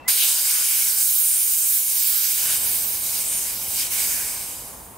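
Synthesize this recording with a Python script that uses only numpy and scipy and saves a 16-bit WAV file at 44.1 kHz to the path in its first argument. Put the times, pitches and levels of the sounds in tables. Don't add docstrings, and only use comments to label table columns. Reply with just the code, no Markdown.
import sys
import numpy as np
from scipy import signal
from scipy.fft import rfft, irfft, next_fast_len
from scipy.io import wavfile

SR = 44100
rng = np.random.default_rng(int(sys.argv[2]) if len(sys.argv) > 2 else 0)


def inscribe(sig):
    pcm = np.round(np.clip(np.atleast_2d(sig).T, -1, 1) * 32767)
    wavfile.write(sys.argv[1], SR, pcm.astype(np.int16))


def boost_factor(decibels):
    exponent = np.asarray(decibels, float) / 20
    return 10 ** exponent


N = 219461
TIME_S = np.arange(N) / SR
VALVE_OPENS_S = 0.076


def in_time(rows):
    times, *columns = np.transpose(rows)
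    return [np.interp(TIME_S, times, column) for column in columns]


def at_hz(points, hz):
    table_hz, values = np.array(points)[:, 0], np.array(points)[:, 1]
    return np.interp(np.log(hz + 1), np.log(table_hz), values)


def rms_one(x):
    return x / np.sqrt(np.mean(x ** 2) + 1e-20)


def drift(rate_hz):
    pole = np.exp(-128 * np.pi * rate_hz / SR)
    noise = rng.standard_normal(N // 64 + 1002)
    slow = signal.lfilter([1], [1, -2 * pole, pole * pole], noise)[1000:]
    return np.interp(np.arange(N) / 64, np.arange(len(slow)), rms_one(slow - slow.mean()))


def bump(centre_s, length_s):
    return np.exp(-4 * np.log(2) * ((TIME_S - centre_s) / length_s) ** 2)


def bumps(rows):
    return sum(db * bump(start_s, length_s) for start_s, length_s, db in rows)


def bin_hz():
    size = next_fast_len(N // 2 + 1) * 2
    return np.arange(size // 2 + 1) * SR / size


# pitch_hz, likeness (0 to 1)
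LIKENESS = [(60, 0.92), (250, 0.7), (500, 0.64), (1100, 0.32), (2000, 0.49), (4000, 0.53), (7000, 0.6)]


def stereo_noise(colour_db, hz):
    left_db, left_lead_s = 0.6, 0.000012
    mid, side = rfft(rng.standard_normal((2, 2 * len(hz) - 2)))
    alike = np.clip(at_hz(LIKENESS, hz), 0, 1)
    alike[hz > 7500] = 1
    shared, different = np.sqrt(1 + alike) * mid, np.sqrt(1 - alike) * side
    left = (shared + different) * boost_factor(left_db / 2)
    right = (shared - different) * boost_factor(-left_db / 2)
    earlier = np.exp(2j * np.pi * hz * left_lead_s * (alike < 1))
    return np.array([left * earlier, right]) * boost_factor(colour_db)


# pitch_hz, level_db (per Hz)
TRAFFIC_COLOUR = [(14, -30), (24, -12), (41, -10), (52, 1.5), (62, -1), (75, -1), (120, -2), (150, -3.5),
                  (260, -5), (360, -7.5), (620, -5.5), (960, -3), (1150, -8),
                  (1500, -14.5), (2500, -19), (5000, -30), (16000, -39)]


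def traffic():
    traffic_db, rest_db, lumpy_db = -49.5, 5.5, 0.46
    idle_hz, idle_db = 52.3, -62.5
    duck_db, duck_s = -10, 0.033
    lets_go_at_s, lets_go_s = 2.304, 0.16
    hz = bin_hz()
    wash = rms_one(irfft(stereo_noise(at_hz(TRAFFIC_COLOUR, hz), hz))[:, :N])
    turned_down = np.clip((TIME_S - VALVE_OPENS_S) / duck_s, 0, 1)
    let_go = np.clip((TIME_S - lets_go_at_s) / lets_go_s, 0, 1)
    idle_phase = 2 * np.pi * np.cumsum(idle_hz + 1.5 * drift(2.5)) / SR
    rumble = wash + boost_factor(idle_db - traffic_db) * np.sin(idle_phase)
    level_db = traffic_db + duck_db * (turned_down - let_go) + rest_db + lumpy_db * drift(5.3)
    return rumble * boost_factor(level_db)


def whistle(rows, half_db, wobble_db):
    pitch_hz, level_db = in_time(rows)
    phase = 2 * np.pi * np.cumsum(pitch_hz) / SR
    sounding = (TIME_S >= rows[0][0]) & (TIME_S <= rows[-1][0])
    tone = np.sin(phase) + boost_factor(half_db) * np.sin(phase / 2)
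    return sounding * boost_factor(level_db + wobble_db * drift(80)) * tone


# start_s, pitch_hz, level_db
LEAK = [
    (0, 2670, -47),
    (.013, 2690, -51),
    (.036, 2670, -48),
    (.047, 2680, -49),
    (.054, 2680, -62),
]


def leak_whistle():
    return whistle(LEAK, half_db=-40, wobble_db=1.2)


# start_s, pitch_hz, level_db
SQUEAK = [
    (.042, 1900, -60),
    (.05, 1920, -51),
    (.063, 2010, -42),
    (.073, 2040, -35),
    (.084, 2070, -29),
    (.096, 2070, -56),
]


def seat_squeak():
    return whistle(SQUEAK, half_db=-12, wobble_db=0.7)


# pitch_hz, level_db (per Hz)
JET_COLOUR = [(250, -66), (420, -27.5), (735, -27.5), (830, -24), (1230, -24), (1390, -18.5), (1940, -16.5),
              (2960, -11), (3290, -11.5), (5680, -7), (8410, -1.5), (13700, 0), (15600, -1.5)]
# pitch_hz, width_hz, level_db
HOLLOWS = [(1060, 370, 4.5), (1560, 270, 2), (2314, 360, 4), (3060, 220, 1), (4955, 110, 6),
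           (6460, 230, 2.5), (7300, 250, 0), (8160, 450, 3.5), (8720, 240, 4), (9820, 560, 3)]
# pitch_hz, width_hz, level_db
NOTCHES = [(1290, 74, -3.5), (1965, 83, -2), (2760, 71, -1.5), (3410, 86, -2.5), (4370, 88, -2)]


def jet_spectra(hz):
    echo_s, echo_db = 0.00132, -20
    colour_db = at_hz(JET_COLOUR, hz)
    for pitch_hz, width_hz, db in HOLLOWS + NOTCHES:
        colour_db = colour_db + db / (1 + (2 * (hz - pitch_hz) / width_hz) ** 2)
    echo = boost_factor(echo_db) * np.exp(-2j * np.pi * hz * echo_s)
    spectra = stereo_noise(colour_db, hz) * (1 + echo)
    bright = irfft(spectra * (hz > 7000) * (hz < 11000))
    return spectra / bright.std()


# start_s, level_db (jet), rush_db (hose rush against the jet)
FLOW = [(0.09, -17.5, -12), (0.16, -20, -18.5), (0.23, -19.5, -16), (0.32, -20.5, -13), (1.01, -19, -20),
        (1.04, -19.5, -24.5), (1.9, -20.5, -21.5), (2.5, -21.5, -13.5), (2.87, -25, -19),
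        (3.36, -25.5, -16.5), (3.52, -27.5, -13), (3.68, -29, -18), (3.79, -22.5, -16.5),
        (3.89, -27.5, -12), (3.93, -24, -14.5), (4.05, -22.5, -14), (4.46, -31.5, -12), (4.98, -48, -21.5)]
RUSH_FOLLOWS = [0.76, 0.56, 0.065, -0.11]
# centre_s, length_s, level_db
CATCHES = [
    (0.423, 0.056, -1.5),
    (0.948, 0.058, -3),
    (1.836, .07, -3),
    (2.36, 0.041, -1.5),
    (2.595, 0.059, -2.5),
    (3.0, .07, -2),
    (3.15, 0.1, 1.5),
    (3.552, 0.058, -2),
    (3.895, 0.023, -4.5),
]
# centre_s, length_s, level_db (moved from core to edge)
SWAYS = [(.41, .05, 2.5), (0.943, 0.046, 2), (1.16, 0.08, 3.5), (1.35, 0.12, -5.5), (1.646, 0.06, -7),
         (1.743, 0.15, 3), (1.9, 0.034, -1.5), (2.147, 0.33, 4.5), (2.48, 0.064, 0.5), (2.93, 0.14, 3.5),
         (3.33, 0.17, -5.5), (3.56, 0.055, 6), (4.45, 0.27, -1.5)]


def zone_levels_db():
    core_db = -3
    sway_follows = [-0.059, 0.3, -0.66, 0.56]
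    flow_db, rush_db = in_time(FLOW)
    flow_db = flow_db + core_db + bumps(CATCHES)
    rush_db = rush_db - rush_db[SR // 5:SR * 23 // 10].mean()
    return flow_db + np.outer(RUSH_FOLLOWS, rush_db) + np.outer(sway_follows, bumps(SWAYS))


ZONES_HZ = [2400, 5200, 8800, 13200]
# centre_s, length_s, level_db, pitch_hz
EDDIES = [(0.08, .02, 8, 1500), (0.164, 0.16, 5, 4400), (2.65, .2, 2, 14300), (3.87, 0.055, -1, 15000),
          (3.803, .07, 3.5, 3000), (.12, 0.083, -1, 6300), (.34, .1, -2.5, 2110), (3.93, 0.035, 5, 2200),
          (4.252, 0.28, 5.5, 1830), (0.226, 0.092, 10.5, 3160), (0.592, .12, 5, 1290),
          (1.165, 0.042, -6, 2000), (2.25, 0.059, 2, 4500), (2.532, 0.22, 6, 1490), (3.18, 0.1, 3, 4600),
          (3.803, 0.055, 5.5, 4970), (4.0, 0.11, 5, 2240), (4.3, 0.41, -4.5, 3400)]


def jet():
    shared_db, patch_db, eddy_db = 0.41, 1.1, 0.28
    eddy_octaves = 0.41
    rise_s, burst_db, burst_s = 0.007, 1.5, 0.02
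    hz = bin_hz()
    spectra = jet_spectra(hz)
    zones_db = zone_levels_db()
    spills_db = np.array([db * bump(start_s, length_s) for start_s, length_s, db, _ in EDDIES])
    eddy_hz = np.array(EDDIES)[:, -1]
    centres = np.concatenate([np.geomspace(500, 4000, 8), np.arange(4900, 16200, 900)])
    gust, eddies = drift(14), drift(300)
    out = 0
    for k, centre in enumerate(centres):
        share = np.interp(hz, centres, np.arange(len(centres)) == k)
        weights = [np.interp(np.log(centre), np.log(ZONES_HZ), row) for row in np.eye(4)]
        reach = np.exp(-(np.log2(centre / eddy_hz) / eddy_octaves) ** 2)
        patch = drift(3) + 0.7 * drift(12)
        flicker_db = shared_db * gust + eddy_db * eddies + patch_db * patch
        level_db = weights @ zones_db + reach @ spills_db + flicker_db
        out = out + irfft(spectra * share)[:, :N] * boost_factor(level_db)
    since_s = TIME_S - VALVE_OPENS_S
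    opening = np.clip(since_s / rise_s, 0, 1) ** 2
    burst = boost_factor(burst_db * np.exp(-np.maximum(since_s, 0) / burst_s))
    return out * opening * burst


def scene():
    return traffic() + leak_whistle() + seat_squeak() + jet()


# pitch_hz, level_db (left minus right)
TREBLE_PAN = [(7875, .9), (8625, .3), (10125, .2), (10875, -1.6), (11625, -3), (12375, -5.2), (13125, -7.1),
              (14625, -7.5), (15375, -8.9)]
# pitch_hz (band centre), chance (0 to 1)
REVERSAL_CHANCE = [(7875, .17), (8625, .045), (9375, .045), (10125, .14), (10875, .006), (15375, .004)]


def joint_treble(x):
    wander_db, dead_db, step_db = 1.3, 2.0, 1.5
    thin_from_s, thin_share, reversals_end_s = 2.8, 0.3, 4.3
    hop, start = 941, 350 - 2 * 941
    first, width, top = 320, 32, 672
    window = signal.windows.kaiser_bessel_derived(2 * hop, 4 * np.pi)
    padded = np.pad(x, ((0, 0), (-start, 3 * hop)))
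    count = padded.shape[1] // hop - 1
    at = np.arange(count)[:, None] * hop + np.arange(2 * hop)
    left, right = rfft(padded[:, at] * window)
    bands = np.arange((hop + 1 - first) // width + 1)
    band_hz = (first + width * (bands + 0.5)) * SR / 2 / hop

    luck = rng.standard_normal((count, len(bands)))
    luck = (luck + np.roll(luck, 1, axis=0) + np.roll(luck, 1, axis=1)) / np.sqrt(3)
    pan_db = at_hz(TREBLE_PAN, band_hz) + wander_db * luck
    pan_db = step_db * np.round(pan_db / step_db) * (abs(pan_db) > dead_db)

    frame_s = (start + hop * np.arange(1, count + 1)[:, None]) / SR
    active = (frame_s > VALVE_OPENS_S) * (frame_s < reversals_end_s)
    chance = at_hz(REVERSAL_CHANCE, band_hz) * np.where(frame_s < thin_from_s, 1, thin_share) * active
    sign = np.where(rng.random(pan_db.shape) < chance, -1, 1)

    band_of = (np.arange(first, hop + 1) - first) // width
    ratio = boost_factor(-pan_db)[:, band_of]
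    single = left[:, first:] * 2 / (1 + ratio)
    left[:, first:] = single
    right[:, first:] = single * ratio * sign[:, band_of]
    left[:, top:] = right[:, top:] = 0

    out = np.zeros_like(padded)
    frames = irfft(np.array([left, right])) * window
    out[:, :count * hop] += frames[:, :, :hop].reshape(2, -1)
    out[:, hop:(count + 1) * hop] += frames[:, :, hop:].reshape(2, -1)
    return out[:, -start:N - start]


def roll_off(x):
    return signal.sosfilt(signal.butter(12, 16980, fs=SR, output="sos"), x)


def record(dry):
    mix = joint_treble(dry)
    return roll_off(mix)


dry = scene()
out = record(dry)
inscribe(out)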